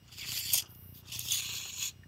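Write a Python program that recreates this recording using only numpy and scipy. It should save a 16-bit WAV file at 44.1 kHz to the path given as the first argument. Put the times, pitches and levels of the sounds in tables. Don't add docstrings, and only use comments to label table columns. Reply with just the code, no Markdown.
import sys
import numpy as np
from scipy import signal
from scipy.fft import rfft, irfft, next_fast_len
from scipy.io import wavfile

SR = 44100
rng = np.random.default_rng(int(sys.argv[2]) if len(sys.argv) > 2 else 0)


def int16_out(signal):
    q = np.round(np.clip(np.atleast_2d(signal).T, -1, 1) * 32767)
    wavfile.write(sys.argv[1], SR, q.astype(np.int16))


N = 91595
TIME_S = np.arange(N) / SR
TREBLE_CORNER_HZ = 7900

# (frequency [Hz], relative level [dB])
TAKE_UP_COLOUR = [(350, -54.5), (600, -17), (747, -18.5), (1080, -15.5), (1380, -36.5), (1820, -16.5),
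                  (2270, -14), (2600, -1), (2940, -4), (3420, 5), (4200, -6), (4750, 0), (5920, -5.5),
                  (6600, -2.5), (7270, -8), (7780, -11.5), (10800, -11.5), (12100, -10), (15900, -11)]


def from_db(db):
    return 10 ** (np.asarray(db) / 20)


def rms_one(x):
    return x / np.sqrt(np.mean(x ** 2) + 1e-20)


def drift(rate_hz):
    pole = np.exp(-2 * np.pi * rate_hz / SR)
    noise = rng.standard_normal(N + SR)
    settled = signal.lfilter([1], [1, -2 * pole, pole * pole], noise)[SR:]
    return rms_one(settled)


def envelope(curve, edge_s=0.003):
    time_s, level_db = np.transpose(curve)
    outside_s = np.maximum(np.maximum(time_s[0] - TIME_S, TIME_S - time_s[-1]), 0)
    return from_db(np.interp(TIME_S, time_s, level_db)) * np.exp(-(outside_s / edge_s) ** 2)


def coloured(x, spectrum, size=4096):
    hz, db = np.transpose(spectrum)
    grid_hz = np.maximum(np.arange(size // 2 + 1) * SR / size, 1)
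    low_rolloff = np.minimum(grid_hz / hz[0], 1) ** 2
    magnitude = low_rolloff * from_db(np.interp(np.log(grid_hz), np.log(hz), db))
    cepstrum = irfft(np.log(magnitude))
    cepstrum[1:size // 2] *= 2
    cepstrum[size // 2 + 1:] = 0
    response = irfft(np.exp(rfft(cepstrum)))
    return rms_one(signal.fftconvolve(x, response)[:N])


def resonate(x, modes):
    out = 0
    for k, (hz, width_hz, db) in enumerate(modes):
        r = np.exp(-np.pi * width_hz / SR)
        gain = (-1) ** k * from_db(db) * (1 - r * r) / 2
        poles = [1, -2 * r * np.cos(2 * np.pi * hz / SR), r * r]
        out = out + gain * signal.lfilter([1, 0, -1], poles, x + 1e-18)
    return out


def rubbed(force, modes):
    noise = rng.choice([-1., 1.], N)
    return resonate(noise * force, modes) / np.std(resonate(noise, modes))


def burst(start_s, length_s):
    return (TIME_S >= start_s) * np.exp(-((TIME_S - start_s) / length_s) ** 2)


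def tail(x, t60_s):
    response = rng.standard_normal(N) * from_db(-60 * TIME_S / t60_s)
    return signal.fftconvolve(x, response / np.sqrt(np.sum(response ** 2)))[:N]


def rough_noise(rough_db, rate_hz):
    return rng.standard_normal(N) * from_db(rough_db * drift(rate_hz))


def high_pass(x):
    return signal.sosfilt(signal.butter(1, TREBLE_CORNER_HZ, "high", fs=SR, output="sos"), x)


def scrape(curve, colour):
    slips_per_s, slip_spread_db = 7000, 2.5
    chatter_hz, chatter_db = 78, 1
    steel_t60_s, steel_db = 0.11, -7
    brightening = 0.23

    size_db = slip_spread_db * np.minimum(rng.exponential(1, N), 4)
    sizes = from_db(size_db) * rng.choice([-1, 1], N)
    happens = rng.random(N) < slips_per_s / SR
    slips = sizes * happens * from_db(chatter_db * drift(chatter_hz))
    sound = coloured(slips + from_db(steel_db) * tail(slips, steel_t60_s), colour)

    gain = envelope(curve)
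    effort = gain / np.sqrt(np.sum(gain ** 4) / np.sum(gain ** 2))
    treble_gain = (effort + 1e-9) ** brightening
    return gain * (sound + high_pass(sound) * (treble_gain - 1))


def blade():
    # (time [s], level [dB])
    first_curve = [(0.03, -72), (0.082, -60), (0.11, -60.5), (0.124, -50.5), (0.172, -46), (0.198, -46),
                   (0.252, -44), (0.32, -37.5), (0.384, -37.5), (0.39, -38), (0.424, -43.5), (0.518, -40.5),
                   (0.53, -45)]
    clatter_curve = [(.522, -41), (.531, -34), (.535, -30), (.55, -28), (.561, -29.5), (.569, -31),
                     (.576, -31), (.586, -25.5), (.591, -33), (.603, -32.5), (.615, -45), (.627, -44),
                     (.64, -58), (.65, -54)]
    take_up_curve = [(1.03, -69), (1.065, -57), (1.085, -47), (1.105, -46.5), (1.12, -49), (1.125, -38),
                     (1.16, -38), (1.182, -45), (1.207, -42.5), (1.225, -46), (1.258, -46.5), (1.29, -39),
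                     (1.305, -45)]
    long_curve = [(1.30, -45), (1.311, -31.5), (1.324, -32.5), (1.345, -31.5), (1.37, -33.5), (1.402, -33),
                  (1.412, -37), (1.45, -37), (1.47, -36), (1.52, -38.5), (1.58, -36), (1.63, -42),
                  (1.70, -39), (1.755, -48), (1.80, -42), (1.825, -36), (1.86, -35), (1.886, -38.5),
                  (1.91, -53), (1.94, -74)]
    # (frequency [Hz], relative level [dB])
    first_colour = [(590, -62), (1000, -24), (1180, -23), (1350, -28.5), (1590, -17), (1960, -11.5),
                    (2120, -8.5), (2930, -3), (3220, -2), (3490, -4), (3830, -10.5), (4660, 2),
                    (6080, -11.5), (7140, -5.5), (8210, -14.5), (9880, -17), (11100, -12), (12600, -14.5),
                    (13800, -8.5), (15300, -20.5), (15900, -20.5)]
    clatter_colour = [(350, -92.5), (600, -27), (857, -24.5), (996, -20), (1370, -26), (1480, -28),
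                      (2270, -13.5), (2500, -6), (2900, -8), (3370, -0.5), (3870, -14.5), (4620, -4),
                      (5380, -5.5), (6600, -1), (7270, -8.5), (9300, -5.5), (10800, -14.5), (11900, -7.5),
                      (15900, -18.5)]
    tug_colour = [(350, -76), (600, -35), (717, -18.5), (857, -25.5), (943, -39.5), (1020, -20.5),
                  (1520, -21.5), (1610, -25.5), (2390, -10), (2640, -7), (3420, 2.5), (5840, -10.5),
                  (6790, -0.5), (7680, -23), (9560, -3), (10500, -17), (11900, -14.5), (14800, -9),
                  (15900, -13)]
    glide_colour = [(350, -66), (600, -36), (857, -35), (1080, -10.5), (1400, -27), (1590, -11.5),
                    (2000, -22), (2600, 4.5), (2940, -2), (3370, -1), (3660, -5), (4200, 4.5), (4880, -15),
                    (5300, -3.5), (6080, -9), (6790, 1.5), (7680, -11.5), (8450, -13), (9430, -23),
                    (13600, -9.5), (15900, -17.5)]
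    first_trim_db, clatter_trim_db, take_up_trim_db, long_trim_db = -1.0, -2.54, -0.96, -1.86
    tug_eases_s, easing_s = 1.414, 0.11

    eased = np.clip((TIME_S - tug_eases_s) / easing_s + 0.5, 0, 1)
    tug = np.sqrt(1 - eased) * scrape(long_curve, tug_colour)
    glide = np.sqrt(eased) * scrape(long_curve, glide_colour)

    first_pull = from_db(first_trim_db) * scrape(first_curve, first_colour)
    clatter = from_db(clatter_trim_db) * scrape(clatter_curve, clatter_colour)
    take_up = from_db(take_up_trim_db) * scrape(take_up_curve, TAKE_UP_COLOUR)
    return first_pull + clatter + take_up + from_db(long_trim_db) * (tug + glide)


def flexing(x, count=34):
    swell_db, swell_hz = 2.5, 19.5
    size = next_fast_len(N + 2048)
    spectrum = rfft(x, size)
    hz = np.arange(size // 2 + 1) * SR / size
    place = np.interp(np.sqrt(hz), np.sqrt([600, 16000]), [0, count - 1])
    out = 0
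    for k in range(count):
        weight = np.maximum(1 - abs(place - k), 0)
        band = irfft(spectrum * weight, size)[:N]
        out = out + band * from_db(swell_db * drift(swell_hz))
    return out


def treble_shelf(x):
    # (time [s], level [dB])
    treble_curve = [(.08, -17), (.16, -1.5), (.24, -1.5), (.32, 3.5), (.42, 7), (.52, 8.5), (.6, -1),
                    (1.12, -4.5), (1.25, 8), (1.38, -0.5), (1.46, -3), (1.56, 2), (1.70, -2.5), (1.80, 5),
                    (1.89, -0.5)]
    gain = from_db(np.interp(TIME_S, *np.transpose(treble_curve)))
    return x + high_pass(x) * (gain - 1)


def brief_dips():
    # (centre [s], half length [s], level [dB])
    dips = [(0.161, 0.015, -6.5), (0.393, 0.011, -4.5), (1.415, 0.0064, -3.5), (1.477, .013, -3),
            (1.592, 0.0078, -1), (1.717, 0.01, -5)]
    return from_db(sum(db * np.exp(-((TIME_S - s) / half_s) ** 4) for s, half_s, db in dips))


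def rasp(rough_db=3.0, slips_hz=120):
    # (time [s], level [dB])
    rasp_curve = [(1.30, -59), (1.35, -40), (1.39, -43.5), (1.44, -54), (1.52, -49), (1.62, -51.5),
                  (1.72, -50), (1.78, -42), (1.83, -41), (1.885, -41.5), (1.905, -62)]
    force = envelope(rasp_curve) * from_db(rough_db * drift(slips_hz))
    return rubbed(force, [(6836, 154, 0)])


def catches():
    # (start [s], length [s], low ring [dB], middle ring [dB], high ring [dB])
    contacts = [(0.079, 0.015, -64, -66, -79), (.1235, 0.016, -53, -66, -64),
                (0.195, 0.0017, -40, -50, -63), (.2915, 0.002, -31, -38, -42),
                (0.319, 0.0025, -30, -35, -44), (0.386, 0.025, -40, -53, -36.5),
                (0.501, .003, -35, -42, -42), (0.534, 0.0056, -40, -34, -21), (.540, 0.0048, -41, -28, -25),
                (0.556, 0.0014, -34, -40, -28), (0.576, 0.0057, -39, -32, -26.5),
                (.584, 0.0028, -37, -27, -52), (0.622, 0.0032, -40, -45, -64),
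                (0.657, 0.014, -54, -70, -76), (0.706, 0.0019, -55.5, -64.5, -59),
                (0.749, 0.0025, -57, -58.5, -62), (1.0815, 0.00087, -52, -58, -56),
                (1.1185, 0.01, -41, -46, -50), (1.188, .002, -40.5, -61, -46),
                (1.1926, 0.0015, -39, -28.5, -25), (1.1975, 0.00072, -52.5, -50, -40),
                (1.3199, 0.004, -41, -19, -30), (1.325, 0.0021, -38.5, -30, -40.5),
                (1.342, .003, -40, -42, -28), (1.8262, 0.0015, -33, -30, -53),
                (1.8322, 0.0014, -45.5, -29, -55), (1.855, .002, -56, -42, -53.5),
                (1.882, 0.0013, -51, -49, -42.5)]
    # (frequency [Hz], width [Hz], relative level [dB])
    low_ring = [(2895, 210, 6), (3390, 224, 0), (4970, 190, 4.5)]
    middle_ring = [(6150, 450, 0), (6816, 320, 9.5)]
    high_ring = [(8670, 120, 4.5), (9130, 160, 3), (11800, 480, 4.5), (13800, 3700, -7), (16300, 240, 3.5)]
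    out = 0
    for k, modes in enumerate((low_ring, middle_ring, high_ring)):
        force = sum(from_db(row[2 + k]) * burst(row[0], row[1]) for row in contacts)
        out = out + rubbed(force, modes)
    return out


def blade_ringing(steel, ring_db=-9.5):
    # (frequency [Hz], width [Hz], relative level [dB])
    blade_modes = [(2670, 28.7, -7), (3430, 42, 8.5), (3473, 29, 6.5), (3889, 4.8, -19.5), (4400, 22, -29),
                   (5940, 13, 12), (6200, 11, -25.5), (6520, 28, -2), (7800, 13.8, -5), (8940, 16.2, -7),
                   (9400, 16, -10), (10800, 36, -0.5), (11906, 20, 9), (13409, 14.5, -8.5)]
    return from_db(ring_db) * sum(resonate(steel, [mode]) for mode in blade_modes)


def bends():
    # (start [s], length [s], start frequency [Hz], level [dB])
    bend_tones = [(.185, 0.08, 2506, -50), (.21, 0.049, 2770, -48.5), (0.313, .08, 2280, -57),
                  (0.37, .10, 2464, -58.5)]
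    sink_octaves_per_s, rough_hz = 4.5, 180
    out = 0
    for start_s, length_s, start_hz, db in bend_tones:
        age_s = np.clip(TIME_S - start_s, 0, length_s)
        phase = 2 * np.pi * np.cumsum(start_hz * 2 ** (-sink_octaves_per_s * age_s)) / SR
        tone = drift(rough_hz) * np.sin(phase) + drift(rough_hz) * np.cos(phase)
        swell = np.sqrt(np.abs(np.sin(np.pi * age_s / length_s)))
        out = out + from_db(db) * swell * tone
    return out


def reel(rough_db=5.0, bumps_hz=35):
    # (time [s], level [dB])
    reel_curve = [(.05, -79), (.2, -65.5), (.33, -62.5), (.44, -68.5), (.58, -67), (.68, -66), (.8, -76),
                  (.95, -86), (1.08, -68.5), (1.36, -72.5), (1.6, -67.5), (1.87, -70), (1.94, -80)]
    # (frequency [Hz], width [Hz], relative level [dB])
    reel_modes = [(373.5, 77, 6), (717, 200, 3), (1158, 660, 6.5), (1515, 710, 3)]
    return rubbed(envelope(reel_curve) * from_db(rough_db * drift(bumps_hz)), reel_modes)


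def case_knock():
    # (frequency [Hz], width [Hz], relative level [dB])
    case_modes = [(540, 270, -10), (740, 100, 1), (987, 153, -4.5)]
    start_s, length_s, level_db = 0.5415, 0.009, -42.5
    return rubbed(from_db(level_db) * burst(start_s, length_s), case_modes)


def grip_creak():
    start_s, length_s, level_db = 2.034, 0.009, -56.5
    return rubbed(from_db(level_db) * burst(start_s, length_s), [(1823, 200, 0)])


def hand_on_blade():
    # (time [s], level [dB])
    slide_curve = [(.66, -79), (.70, -57), (.78, -57.5), (.86, -56), (.93, -58.5), (.98, -52), (1.0, -57),
                   (1.02, -68)]
    grip_curve = [(.935, -83.5), (.95, -60), (.98, -59), (1.005, -65), (1.02, -69.5)]
    # (frequency [Hz], relative level [dB])
    slide_colour = [(5000, -39), (8000, -30), (9500, -22), (10200, -6), (10600, -13), (11500, -2),
                    (13300, 0), (14800, 2), (15700, -13)]
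    slide = envelope(slide_curve) * coloured(rough_noise(rough_db=1.5, rate_hz=100), slide_colour)
    return slide + scrape(grip_curve, TAKE_UP_COLOUR)


def room_tail(x):
    t60_s, level_db, dull_hz = 0.5, -23, 3500
    dull = signal.butter(2, dull_hz, fs=SR, output="sos")
    return from_db(level_db) * signal.sosfilt(dull, tail(x, t60_s))


def electrical_throb():
    # (frequency [Hz], width [Hz], relative level [dB])
    throb_modes = [(103.4, 33.6, 34), (170, 37, -27), (318, 37, -26.5)]
    # (frequency [Hz], width [Hz], relative level [dB])
    drone_modes = [(89.2, 15, 0.5), (120.2, 12, 1.5)]
    # (time [s], level [dB])
    throb_curve = [(0, -54.5), (.12, -61.5), (.21, -53), (.30, -53), (.40, -57), (.52, -52.5), (.62, -58),
                   (.76, -56.5), (.85, -54.5), (.92, -53.5), (1.0, -59.5), (1.12, -55.5), (1.23, -51.5),
                   (1.36, -56), (1.51, -54.5), (1.64, -57.5), (1.80, -57.5), (1.95, -56), (2.08, -54.5)]
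    rate_hz, first_pulse_s, spread_db = 29.98, 0.0238, 2.2
    drone_db = -5.5
    band = signal.butter(2, [53, 343], "band", fs=SR, output="sos")

    at = (np.arange(first_pulse_s, N / SR, 1 / rate_hz) * SR).astype(int)
    pulses = np.zeros(N)
    pulses[at] = -from_db(spread_db * rng.standard_normal(len(at)))
    throb = signal.sosfilt(band, resonate(pulses, throb_modes))
    drone = signal.sosfilt(band, rubbed(from_db(drone_db), drone_modes))
    return envelope(throb_curve) * (rms_one(throb) + drone)


def whine():
    # (mean frequency [Hz], rms level [dB])
    whine_tones = [(2848, -74), (5120, -82), (5728, -79.5), (8000, -84)]
    wander_rms_hz, wander_rate_hz = 7.7, 40
    out = 0
    for hz, db in whine_tones:
        phase = 2 * np.pi * np.cumsum(hz + wander_rms_hz * drift(wander_rate_hz)) / SR
        out = out + from_db(db) * np.sqrt(2) * np.sin(phase)
    return out


def hiss(level_db=-62.5):
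    # (frequency [Hz], relative level [dB])
    hiss_colour = [(40, -10), (70, 13.5), (150, 5.5), (400, -6.5), (700, -11), (1400, -12.5), (2500, -13),
                   (5000, -19.5), (8000, -29), (15000, -19)]
    return from_db(level_db) * coloured(rng.standard_normal(N), hiss_colour)


def scene():
    thinning = brief_dips()
    steel = thinning * treble_shelf(flexing(blade())) + rasp() + catches()
    hands = case_knock() + grip_creak() + hand_on_blade()
    tape = steel + blade_ringing(steel) + bends() + thinning ** 2 * reel() + hands
    background = electrical_throb() + whine() + hiss()
    return (tape + room_tail(tape) + background)[None]


def record(dry):
    cutoff_hz = 15720
    return signal.sosfilt(signal.ellip(12, 0.1, 80, cutoff_hz, fs=SR, output="sos"), dry)


dry = scene()
out = record(dry)
int16_out(out)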